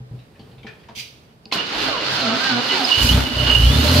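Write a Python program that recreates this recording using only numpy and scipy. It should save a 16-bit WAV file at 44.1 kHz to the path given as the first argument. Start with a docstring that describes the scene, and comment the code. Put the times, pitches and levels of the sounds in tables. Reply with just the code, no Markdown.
"""A starter motor cranks under a raised hood: its gear groans as each compression slows it, and metal grinds.
The engine catches, stumbles, catches again and revs: firing pulses boom in the exhaust and ring its pipes.
A panel squeals near 2.9 kHz in noise and sine bursts, and struck modes make the knocks, jingle and relay click
before the crank. A stereo phone lies among the pipes, close to it all, in a quiet garage of noise and echo."""
import sys
import numpy as np
from scipy import signal
from scipy.fft import rfft, irfft
from scipy.io import wavfile
from scipy.ndimage import uniform_filter1d

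SR = 44100
rng = np.random.default_rng(int(sys.argv[2]) if len(sys.argv) > 2 else 0)


def persist_wave(psi):
    """Save psi, clipped to +-1, as 16-bit WAV."""
    counts = np.round(np.clip(psi, -1, 1) * 32767).astype(np.int16)
    wavfile.write(sys.argv[1], SR, np.atleast_2d(counts).T)


N = 176400
T = np.arange(N) / SR
OVERTONE_CHATTER_DB = 3.5  # shared by the gear overtones and the whir


def undb(db):
    """Amplitude factor of a level in dB."""
    return 10 ** (np.asarray(db) / 20)


def unit(x):
    """Scale to an RMS of 1."""
    return x / np.sqrt(np.mean(x ** 2) + 1e-30)


def noise():
    """One channel of white noise."""
    return rng.standard_normal(N)


def curve(table, column):
    """One column drawn as straight lines over time, holding its end values."""
    points = np.array(table)
    return np.interp(T, points[:, 0], points[:, column])


def gate(table):
    """Fade in at the table's first time and out around its last."""
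    fade_in = np.clip((T - table[0][0]) / 0.0067, 0, 1)
    fade_out = np.clip((table[-1][0] + .02 - T) / 0.023, 0, 1)
    return fade_in * fade_out


def shape(x, table, ends=True):
    """Filter by (pitch_hz, gain_db) points; ends closes the band outside them."""
    hz, points = np.fft.rfftfreq(N, 1 / SR) + 1, np.array(table)
    gain = undb(np.interp(np.log(hz), np.log(points[:, 0] + 1), points[:, 1]))
    if ends:
        gain = gain / (1 + (points[0, 0] / hz) ** 6) / (1 + (hz / points[-1, 0]) ** 6)
    return irfft(rfft(x) * gain, N)


def reso(x, hz, width_hz):
    """A single resonance, as of a struck or blown part."""
    return signal.lfilter(*signal.iirpeak(hz, hz / width_hz, fs=SR), x)


def modes_noise(x, modes):
    """Sum resonances of x from (pitch_hz, width_hz, level_db) rows."""
    return sum(undb(db) * unit(reso(x, hz, width)) for hz, width, db in modes)


def walk(rate):
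    """Random levels held 1 / rate s and smoothed twice; spread near 1."""
    k = int(SR / rate)
    held = np.repeat(rng.standard_normal(N // k + 1), k)
    return 1.28 * uniform_filter1d(uniform_filter1d(held, k), k)[:N]


def grains(rate, spread_db):
    """Sparse random ticks of unequal size, rate per second."""
    ticks = (rng.random(N) < rate / SR) * noise()
    return ticks * undb(spread_db * np.minimum(rng.exponential(size=N), 2))


def ring(start_s, hz, t60):
    """A sine struck at start_s that falls 60 dB in t60 seconds."""
    u = np.maximum(T - start_s, 0)
    return np.sin(2 * np.pi * hz * u) * np.exp(-np.log(1000) * u / t60)


def modes_ring(start_s, modes):
    """Strike (pitch_hz, level_db, t60_s) rows together."""
    return sum(undb(db) * ring(start_s, hz, t60) for hz, db, t60 in modes)


def pan(x, db):
    """Place a source in stereo, left against right in dB; negative leans right."""
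    return x * undb(np.array([[db], [-db]]) / 2)


# stereo width, side against mid: pitch_hz, gain_db
WIDTH_GAINS = [(60, -8), (200, -22), (700, -4), (1300, 1), (2400, -3), (8000, 0)]
# stereo balance, left against right: pitch_hz, gain_db
LEAN_GAINS = [(100, 0.5), (400, -2.5), (1300, -1), (4400, -5.5), (8000, -2.5), (13000, -0.5)]


def spread(make):
    """Mid and unrelated side versions of a noisy source, wide and leaning as the phone hears the bay."""
    mid, side = make(), shape(make(), WIDTH_GAINS, False)
    left_lean = [(hz, db / 2) for hz, db in LEAN_GAINS]
    right_lean = [(hz, -db) for hz, db in left_lean]
    return np.array([shape(mid + side, left_lean, False), shape(mid - side, right_lean, False)])


# span of the cranking shudder, first and last row: time_s
CRANK_SPAN = [(1.56,), (2.95,)]
# gear groans as a compression slows the crank:
# start_s, slowest_s, end_s, lowest_tooth_rate_hz, level_db, half_rate_level_db
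GEAR_GROANS = [(1.55, 1.545, 1.615, 175, -33, -50), (1.81, 1.9, 1.91, 250, -33, -44),
               (2.04, 2.11, 2.17, 255, -42, -36), (2.21, 2.295, 2.375, 222, -26, -39),
               (2.485, 2.565, 2.62, 236, -26, -38), (2.71, 2.79, 2.79, 355, -30, -52),
               (2.785, 2.86, 2.885, 245, -31, -52)]
# overtones of the tooth rate from the second up, against the fundamental: level_db
MESH_OVERTONES = [-13, -13, -14, -18, -14, -20]
MESH_ROUGH = 0.22  # depth of the random swell
GROAN_BEND_HZ_S2, GROAN_EDGE_S = 11000, .025
RUMBLE_DB = -49  # centre of a wandering level
LURCH_S, LURCH_HZ, LURCH_DB, LURCH_T60_S = 1.705, 51, -33, 0.96


def starter():
    """Teeth groan at the mesh rate, dipping in compressions; alternate teeth add a half-rate line."""
    # low shudder of the car while it cranks
    out = undb(RUMBLE_DB + 3.7 * walk(17)) * unit(reso(noise(), 120, 85)) * gate(CRANK_SPAN)
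    # the engine block rocks as the crank breaks loose
    out += undb(LURCH_DB) * ring(LURCH_S, LURCH_HZ, LURCH_T60_S) * (1 + 0.51 * walk(28.7))
    wobble, rough = 1 + 0.015 * walk(60), 1 + MESH_ROUGH * walk(70)
    chatter = [OVERTONE_CHATTER_DB * walk(35) for _ in MESH_OVERTONES]
    for start, slowest, end, lowest_hz, db, half_db in GEAR_GROANS:
        tooth_hz = lowest_hz + GROAN_BEND_HZ_S2 * np.clip(T - slowest, -.2, .2) ** 2
        turn = 2 * np.pi * np.cumsum(tooth_hz * wobble) / SR
        tone = np.sin(turn)
        for k, overtone_db in enumerate(MESH_OVERTONES):
            tone = tone + undb(overtone_db + chatter[k]) * np.sin((k + 2) * turn)
        env = np.clip(np.minimum(T - start, end - T) / GROAN_EDGE_S, 0, 1)
        teeth = undb(db) * tone + undb(half_db) * np.sin(turn / 2)
        out += np.sqrt(2) * env * rough * teeth
    return out


LINE_WOBBLE, LINE_CHATTER_DB = .018, 4.5  # pitch spread as a fraction, level spread


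def glide(table, multiple=1):
    """A wavering, chattering tone along (time_s, pitch_hz, level_db) rows."""
    hz = multiple * curve(table, 1) * (1 + LINE_WOBBLE * walk(120))
    turn = 2 * np.pi * np.cumsum(hz) / SR
    level = undb(curve(table, 2) + LINE_CHATTER_DB * walk(70))
    return np.sqrt(2) * np.sin(turn) * level * gate(table)


# whir of the starter's armature, sagging under each compression: time_s, pitch_hz, level_db
WHIR_LINE = [(1.8, 1750, -48), (1.85, 1640, -39), (1.89, 1310, -36), (1.95, 1020, -35), (2.0, 950, -45),
             (2.12, 1600, -45), (2.16, 1530, -35), (2.21, 1400, -40), (2.28, 1290, -36), (2.38, 1340, -40),
             (2.44, 1640, -36), (2.54, 1440, -35), (2.62, 1320, -52), (2.72, 2050, -40), (2.8, 1600, -37),
             (2.88, 1300, -42)]
# tones of the whir: pitch_multiple, relative_level_db
WHIR_TONES = [(.5, -3.5), (.62, -6.5), (.8, -10.5), (1, -1), (1.2, -9)]


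def starter_whir():
    """The armature sings several partials that follow one sagging pitch."""
    return sum(undb(db + OVERTONE_CHATTER_DB * walk(12)) * 1.2 * glide(WHIR_LINE, multiple)
               for multiple, db in WHIR_TONES)


# engine: time_s, firing_rate_hz, exhaust_db, pipe_ring_db, upper_pipe_ring_db
ENGINE_COURSE = [(2.955, 56.22, -36, -50, -50), (2.975, 57.2, -25, -60, -53),
                 (3.005, 57.85, -29.5, -32, -55), (3.04, 58.33, -9.5, -25, -49),
                 (3.07, 58.5, -26, -25.5, -48), (3.1, 61.27, -13.5, -28, -48), (3.156, 63.85, -7, -25, -31),
                 (3.195, 64.05, -15.5, -28, -39), (3.245, 64.2, -22.5, -35.5, -34),
                 (3.29, 63, -45, -25, -49), (3.364, 60.84, -24.5, -37, -31.5),
                 (3.42, 62.3, -21, -37.5, -34.5), (3.49, 62.28, -24, -27, -33),
                 (3.554, 59.24, -21, -42, -34), (3.585, 57.24, -16.5, -39, -52),
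                 (3.628, 57.62, -11.5, -25.5, -41), (3.686, 61.55, -15, -32.5, -41),
                 (3.732, 71.34, -18.5, -23.5, -34.5), (3.782, 73.34, -12.5, -30, -33),
                 (3.824, 73.37, -19, -12.5, -40), (3.86, 75.16, -17, -31, -25), (3.9, 81.57, -15, -27, -30),
                 (3.934, 82.8, -17, -24, -33), (4.0, 83.84, -13, -22.5, -24)]
# exhaust resonances: pitch_hz, width_hz, relative_level_db
EXHAUST_MODES = [(360, 44, -19), (438, 38, -16), (107, 29, -10.5)]
# exhaust boom: multiple_of_firing_rate, relative_level_db
BOOM_ORDERS = [(1, 4), (1.5, -3), (2, -3.5), (2.5, -15.5), (3, -12.5), (4, -21), (5, -26)]
ORDER_WANDER_DB = 2.5  # at the firing rate; grows with the root of the multiple
FIRE_JITTER, FIRE_SCATTER_DB = .02, 7  # spread of firing rate (fraction) and of pulse size
PIPE_HZ, PIPE_WIDTH_HZ, PIPE_SCATTER = 245, 45, .7  # scatter: exponent evening the pulse sizes
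UPPER_PIPE_HZ, UPPER_PIPE_WIDTH_HZ = 594, 32


def engine():
    """Uneven firing pulses boom in the exhaust and ring its pipes; also returns the cycle count."""
    rate = curve(ENGINE_COURSE, 1)
    cycles = np.cumsum(rate * (1 + FIRE_JITTER * walk(30))) / SR
    hits = np.flatnonzero(np.diff(np.floor(cycles)))
    pulses = np.zeros(N)
    pulses[hits] = undb(FIRE_SCATTER_DB * rng.standard_normal(N // 200)[:len(hits)])
    pulses /= np.sqrt(rate / 65)  # evens the power as firings crowd together
    boom = sum(undb(db) * unit(reso(reso(pulses, hz, width), hz, 2 * width))
               for hz, width, db in EXHAUST_MODES)
    for k, db in BOOM_ORDERS:
        level = undb(db + ORDER_WANDER_DB * np.sqrt(k) * walk(24.99))
        boom += level * np.cos(2 * np.pi * k * cycles)
    rough = pulses ** PIPE_SCATTER + 0.036 * noise()
    pipe = unit(reso(reso(rough, PIPE_HZ, PIPE_WIDTH_HZ), PIPE_HZ, 120))
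    upper = unit(reso(reso(rough, UPPER_PIPE_HZ, UPPER_PIPE_WIDTH_HZ), UPPER_PIPE_HZ, 180))
    out = sum(x * undb(curve(ENGINE_COURSE, column)) for column, x in ((2, unit(boom)), (3, pipe), (4, upper)))
    return out * gate(ENGINE_COURSE), cycles


# whine that climbs with engine speed, one list per surge: time_s, pitch_hz, level_db
WHINE_SURGES = [
    [(3.06, 2200, -30), (3.085, 2700, -30), (3.12, 3050, -26), (3.14, 3450, -34.5), (3.17, 3660, -45)],
    [(3.62, 2950, -42), (3.665, 3220, -31), (3.715, 3430, -31), (3.76, 3560, -34), (3.81, 3780, -35),
     (3.85, 3920, -35), (3.88, 4090, -31), (3.93, 4240, -33), (3.99, 4480, -25)],
]


def engine_whine():
    """One climbing tone for each surge of the engine."""
    return sum(glide(surge) for surge in WHINE_SURGES)


# running gear: time_s, grind_db, upper_grind_db, air_hiss_db
RUN_LEVELS = [(1.52, -34, -26, -52), (1.54, -31, -29.5, -42), (1.59, -29, -36, -57),
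              (1.64, -34.5, -39.5, -65), (1.83, -26, -30, -48), (1.99, -31, -35.5, -66),
              (2.14, -27, -27.5, -48.5), (2.32, -28.5, -31.5, -63), (2.42, -28.5, -29, -50.5),
              (2.5, -25.5, -27, -55), (2.54, -27.5, -32, -60), (2.68, -29, -32, -48.5),
              (2.73, -26, -27.5, -53), (2.79, -27.5, -29, -51), (2.96, -29.5, -27.5, -47),
              (3.03, -26, -25.5, -30), (3.16, -27.5, -32, -37.5), (3.3, -33.5, -38, -50.5),
              (3.5, -25, -30, -42.5), (3.59, -31, -33.5, -41), (4.0, -24.5, -26, -33.5)]
# colour of the grind: pitch_hz, gain_db
GRIND_COLOUR = [(150, -3), (240, 1.5), (600, -3), (1400, -5.5), (2000, -7), (3000, 0)]
# colour of the upper grind: pitch_hz, gain_db
UPPER_COLOUR = [(2600, -3.5), (3400, -3), (4200, 2.5), (5000, -2.5), (5500, -8), (8000, -20.5)]
# colour of the air hiss: pitch_hz, gain_db
AIR_COLOUR = [(6000, 0.5), (8500, -6.5), (12000, -1), (15600, -6)]
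# resonances of the housing: pitch_hz, width_hz, relative_level_db
HOUSING_MODES = [(1000, 100, -4.5), (1460, 310, 14), (2900, 160, 9.5), (2017, 21, 4.5), (3524, 38, 8),
                 (4290, 51, 8), (4820, 77, 9)]
HOUSING_DB, GRAIN_RATE, GRAIN_DB, FLICKER_DB = -18, 2500, 1.5, 1  # rate in ticks per s
PUFF_DEPTH = 0.053


def grinding(cycles):
    """Ticks and noise grind in the housing and hiss as air, puffing at the firing rate."""
    puff = 1 + PUFF_DEPTH * gate(ENGINE_COURSE) * np.cos(2 * np.pi * cycles)

    def make():
        metal = unit(unit(grains(GRAIN_RATE, GRAIN_DB)) + noise())
        metal = metal + undb(HOUSING_DB) * unit(modes_noise(metal, HOUSING_MODES))
        bands = 0
        for column, colour in enumerate((GRIND_COLOUR, UPPER_COLOUR, AIR_COLOUR), 1):
            level = undb(curve(RUN_LEVELS, column) + FLICKER_DB * walk(25.02))
            bands = bands + unit(shape(metal, colour)) * level
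        return bands * puff
    return spread(make) * gate(RUN_LEVELS)


# squeal of a sheet-metal panel: time_s, level_db
SQUEAL_LEVELS = [(1.53, -29.5), (1.575, -35), (1.6, -26), (1.64, -42), (1.97, -44), (1.985, -25),
                 (2.0, -59), (2.68, -34), (2.71, -20), (2.75, -40), (2.88, -40), (2.9, -21), (3.03, -22.5),
                 (3.05, -30), (3.11, -24), (3.15, -62), (3.25, -30.5), (3.33, -32.5), (3.39, -23),
                 (3.43, -25), (3.47, -20.5), (3.57, -23), (3.65, -21), (3.7, -29), (4.0, -41)]
SQUEAL_HZ, SQUEAL_WIDTH_HZ, SQUEAL_CHATTER_DB, SQUEAL_PAN_DB = 2928, 55, 0, -9.5


def panel_squeal():
    """Noise drives a narrow panel resonance in bursts, partly shared by both channels."""
    narrow = reso(rng.standard_normal((2, N)), SQUEAL_HZ, SQUEAL_WIDTH_HZ)
    kicks = unit(reso(narrow, SQUEAL_HZ, 520))
    level = undb(curve(SQUEAL_LEVELS, 1) + SQUEAL_CHATTER_DB * walk(60))
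    squeal = unit(kicks[0] + 0.4 * kicks) * level
    return pan(squeal, SQUEAL_PAN_DB) * gate(RUN_LEVELS)


# short metallic pings, and bursts of the 2.9 kHz squeal: peak_s, pitch_hz, level_db
PINGS_AND_SQUEAL_BURSTS = [(1.588, 2840, -23.5), (1.604, 2900, -21.5), (2.218, 4180, -22.5),
                           (2.851, 5010, -17), (2.907, 1010, -23), (2.924, 2860, -10.5),
                           (3.018, 2900, -12.5), (3.07, 5040, -19.5), (3.097, 2933, -11.5),
                           (3.504, 2905, -11.5), (3.519, 2906, -16.5), (3.555, 2834, -8.5),
                           (3.888, 4170, -19)]
PING_S = 0.0061  # from the peak to 1/e


def pings_and_squeal_bursts():
    """Brief sines with a bell-shaped level and a trembling phase."""
    return sum(undb(db) * np.exp(-((T - s) / PING_S) ** 2) * np.sin(2 * np.pi * hz * T + 0.49 * walk(300))
               for s, hz, db in PINGS_AND_SQUEAL_BURSTS)


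# ringing parts as the starter slams in: pitch_hz, level_db, t60_s
SLAM_RING = [(1037, 4.5, 0.029), (2590, 1, 0.039), (4170, 5.5, 0.035), (4920, -15, .02)]
SLAM_S, SLAM_DECAY_S, SLAM_DB = 1.5245, .007, -18


def starter_slam():
    """The starter slams in: struck modes under a fast-fading burst of noise."""
    fade = (T > SLAM_S) * np.exp(-np.maximum(T - SLAM_S, 0) / SLAM_DECAY_S)
    burst = fade * unit(shape(noise(), GRIND_COLOUR + UPPER_COLOUR[2:]))
    return undb(SLAM_DB) * (0.7 * modes_ring(SLAM_S, SLAM_RING) + burst)


# ringing of the relay: pitch_hz, relative_level_db, t60_s
RELAY_RING = [(4450, 0, .03), (4850, -4, .015), (3800, -5, .015), (2700, -6, .02)]
RELAY_S, RELAY_DB = 1.4555, -37


def relay():
    """The relay clicks: short high modes with a rough level."""
    return undb(RELAY_DB) * sum(undb(db) * ring(RELAY_S, hz, t60) * (1 + walk(900))
                                for hz, db, t60 in RELAY_RING)


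# small clicks and knocks: start_s, relative_level_db, pitch_hz
SMALL_CLICKS = [(0.188, -37.5, 3760), (0.351, -39, 2510), (0.393, -32.5, 4400), (0.511, -39.5, 4270),
                (0.58, -35, 3600), (0.63, -30.5, 3140), (0.666, -19, 2420), (0.797, -40, 4600),
                (0.834, -34.5, 2670), (0.885, -24.5, 924), (1.294, -45, 2900), (1.513, -15.5, 2950)]
CLICK_RISE_S, CLICK_T60_S, CLICK_TAIL_DB, CLICK_TAIL_S = .0015, 0.15, -13, 0.095
CLICK_WIDTH, CLICK_LOWER = .06, 0.723  # fractions of the pitch: bandwidth, second resonance
CLICK_CRACK_DB, CLICK_PAN_DB = -5, -2.5


def clicks():
    """Short cracks of noise through two resonances, with a slower tail."""
    out = np.zeros((2, N))
    for start, db, hz in SMALL_CLICKS:
        u = np.maximum(T - start, 0)
        fall = np.exp(-np.log(1000) * u / CLICK_T60_S) + undb(CLICK_TAIL_DB) * np.exp(-u / CLICK_TAIL_S)
        env = (1 - np.exp(-u / CLICK_RISE_S)) * fall
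        wide = shape(rng.standard_normal((2, N)), [(500, 3.2), (5200, 2)])
        coloured = reso(wide, hz, hz * CLICK_WIDTH) + reso(wide, hz * CLICK_LOWER, hz * CLICK_WIDTH)
        crack = unit(coloured) + undb(CLICK_CRACK_DB) * unit(wide)
        # one part common to both channels, one part of each channel's own
        out += pan(unit(crack[0] + 1.5 * crack) * env * undb(db - 16), CLICK_PAN_DB)
    return out


# dull thuds of the bodywork: start_s, level_db, upper_mode_share
BODY_THUDS = [(.004, -31, 0.19), (.112, -30, 0.17), (0.138, -30.5, 0.19), (0.396, -35.5, 0.56),
              (0.524, -43, 0.6), (0.578, -40, .3), (0.647, -32, 0.71), (0.896, -39, 0.67),
              (0.971, -38, 0.54), (1.46, -42.5, 1), (1.556, -33, 0.8)]
# modes of the bodywork: pitch_hz, relative_level_db, t60_s
BODY_MODES = [(65, -13, 0.35), (125.2, 5.5, 0.26), (221, 6, 0.099), (327, 5.5, 0.035), (435, -5, 0.27),
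              (789, -5.5, 0.084), (985, -12.5, 0.12)]


def thuds():
    """Soft knocks ring the body modes; the share tips them above or below 150 Hz."""
    out = np.zeros(N)
    for start, db, upper in BODY_THUDS:
        soft = 1 - np.exp(-np.maximum(T - start, 0) / 0.001)
        high, low = np.clip(upper, 0, 1), 1 - np.clip(upper, 0, .95)
        body = sum(undb(d) * ring(start, hz, t60) * (high if hz > 150 else low) for hz, d, t60 in BODY_MODES)
        out += undb(db) * soft * body
    return out


# ringing of the small metal parts: pitch_hz, width_hz, relative_level_db
JINGLE_RING = [(2420, 150, -3), (2680, 90, -6), (3180, 150, -3), (4040, 60, -8), (4740, 110, 0),
               (5310, 70, -11), (5950, 60, -3), (6980, 100, -15)]
# colour of the jingle's hiss: pitch_hz, gain_db
JINGLE_COLOUR = [(1700, -20), (2200, 1.5), (3000, 1), (6000, -7.5), (7000, -21), (15500, -13)]
JINGLE_S, JINGLE_RISE_S, JINGLE_DECAY_S, JINGLE_TAIL_S = .951, 0.049, 0.023, 0.097
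JINGLE_DB, JINGLE_TAIL_DB, JINGLE_HISS_DB, JINGLE_RATE = -39, -4.5, 0, 1800  # rate in ticks per s


def jingle():
    """A quick shake of small metal parts: many ticks ring their modes over a bright hiss."""
    u = np.maximum(T - JINGLE_S, 0)
    fall = np.maximum(u - JINGLE_RISE_S, 0)
    rise = (T > JINGLE_S) * np.minimum(0.24 + u / JINGLE_RISE_S, 1)
    shake = rise * np.exp(-fall / JINGLE_DECAY_S)
    tail = rise * undb(JINGLE_TAIL_DB) * np.exp(-fall / JINGLE_TAIL_S)

    def make():
        ringing = unit(modes_noise(grains(JINGLE_RATE, 2.7), JINGLE_RING))
        hiss = undb(JINGLE_HISS_DB) * unit(shape(noise(), JINGLE_COLOUR))
        return ringing * (shake + tail / 2) + hiss * (shake + tail)
    return spread(make) * undb(JINGLE_DB)


ROOM_T60_S, ROOM_DB = 0.32, -10.5


def garage_echo(near):
    """The garage answers with a decaying noise tail, starting 6 ms late and darker on top."""
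    u = T[:SR // 2]
    tail = rng.standard_normal((2, len(u))) * np.exp(-np.log(1000) * u / ROOM_T60_S) * (u > .006)
    padded = np.pad(tail, ((0, 0), (0, N - len(u))))
    tail = shape(padded, [(150, -15), (500, 0.0), (5000, -6.0), (12000, -14.5)], False)[:, :len(u)]
    tail = tail / np.sqrt(np.sum(tail ** 2) / 2)
    return undb(ROOM_DB) * signal.fftconvolve(near, tail, axes=1)[:, :N]


# colour of the quiet garage: pitch_hz, gain_db
GARAGE_COLOUR = [(30, -7), (130, 5.5), (300, -5.5), (420, -4.5), (1100, -18), (4800, -26.5), (6200, -35),
                 (15500, -35.5)]
GARAGE_DB = -49  # centre of a wandering level


def garage_air():
    """Mostly low, slowly wavering noise around the phone."""
    return spread(lambda: unit(shape(noise(), GARAGE_COLOUR)) * undb(GARAGE_DB + 2 * walk(9.08)))


def scene():
    """Place the sources around the phone, then add the garage's echo and air."""
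    exhaust, cycles = engine()
    near = pan(starter(), -2.2) + pan(starter_whir(), -6.0)
    near += pan(exhaust, -0.77) + pan(engine_whine(), -7)
    near += grinding(cycles) + panel_squeal() + pan(pings_and_squeal_bursts(), -11.5)
    near += pan(starter_slam(), -8.5) + pan(relay(), CLICK_PAN_DB)
    near += clicks() + thuds() + jingle()
    return near + garage_echo(near) + garage_air()


TOP_HZ = 15650


def record(dry):
    """The phone's microphones thin the deepest bass, clip just under full scale and cut the top."""
    thin = signal.sosfilt(signal.butter(2, 38, "high", fs=SR, output="sos"), dry)
    top_cut = signal.ellip(12, .2, 90, TOP_HZ, fs=SR, output="sos")
    return signal.sosfilt(top_cut, np.clip(thin, -.95, .95))


dry = scene()
out = record(dry)
persist_wave(out)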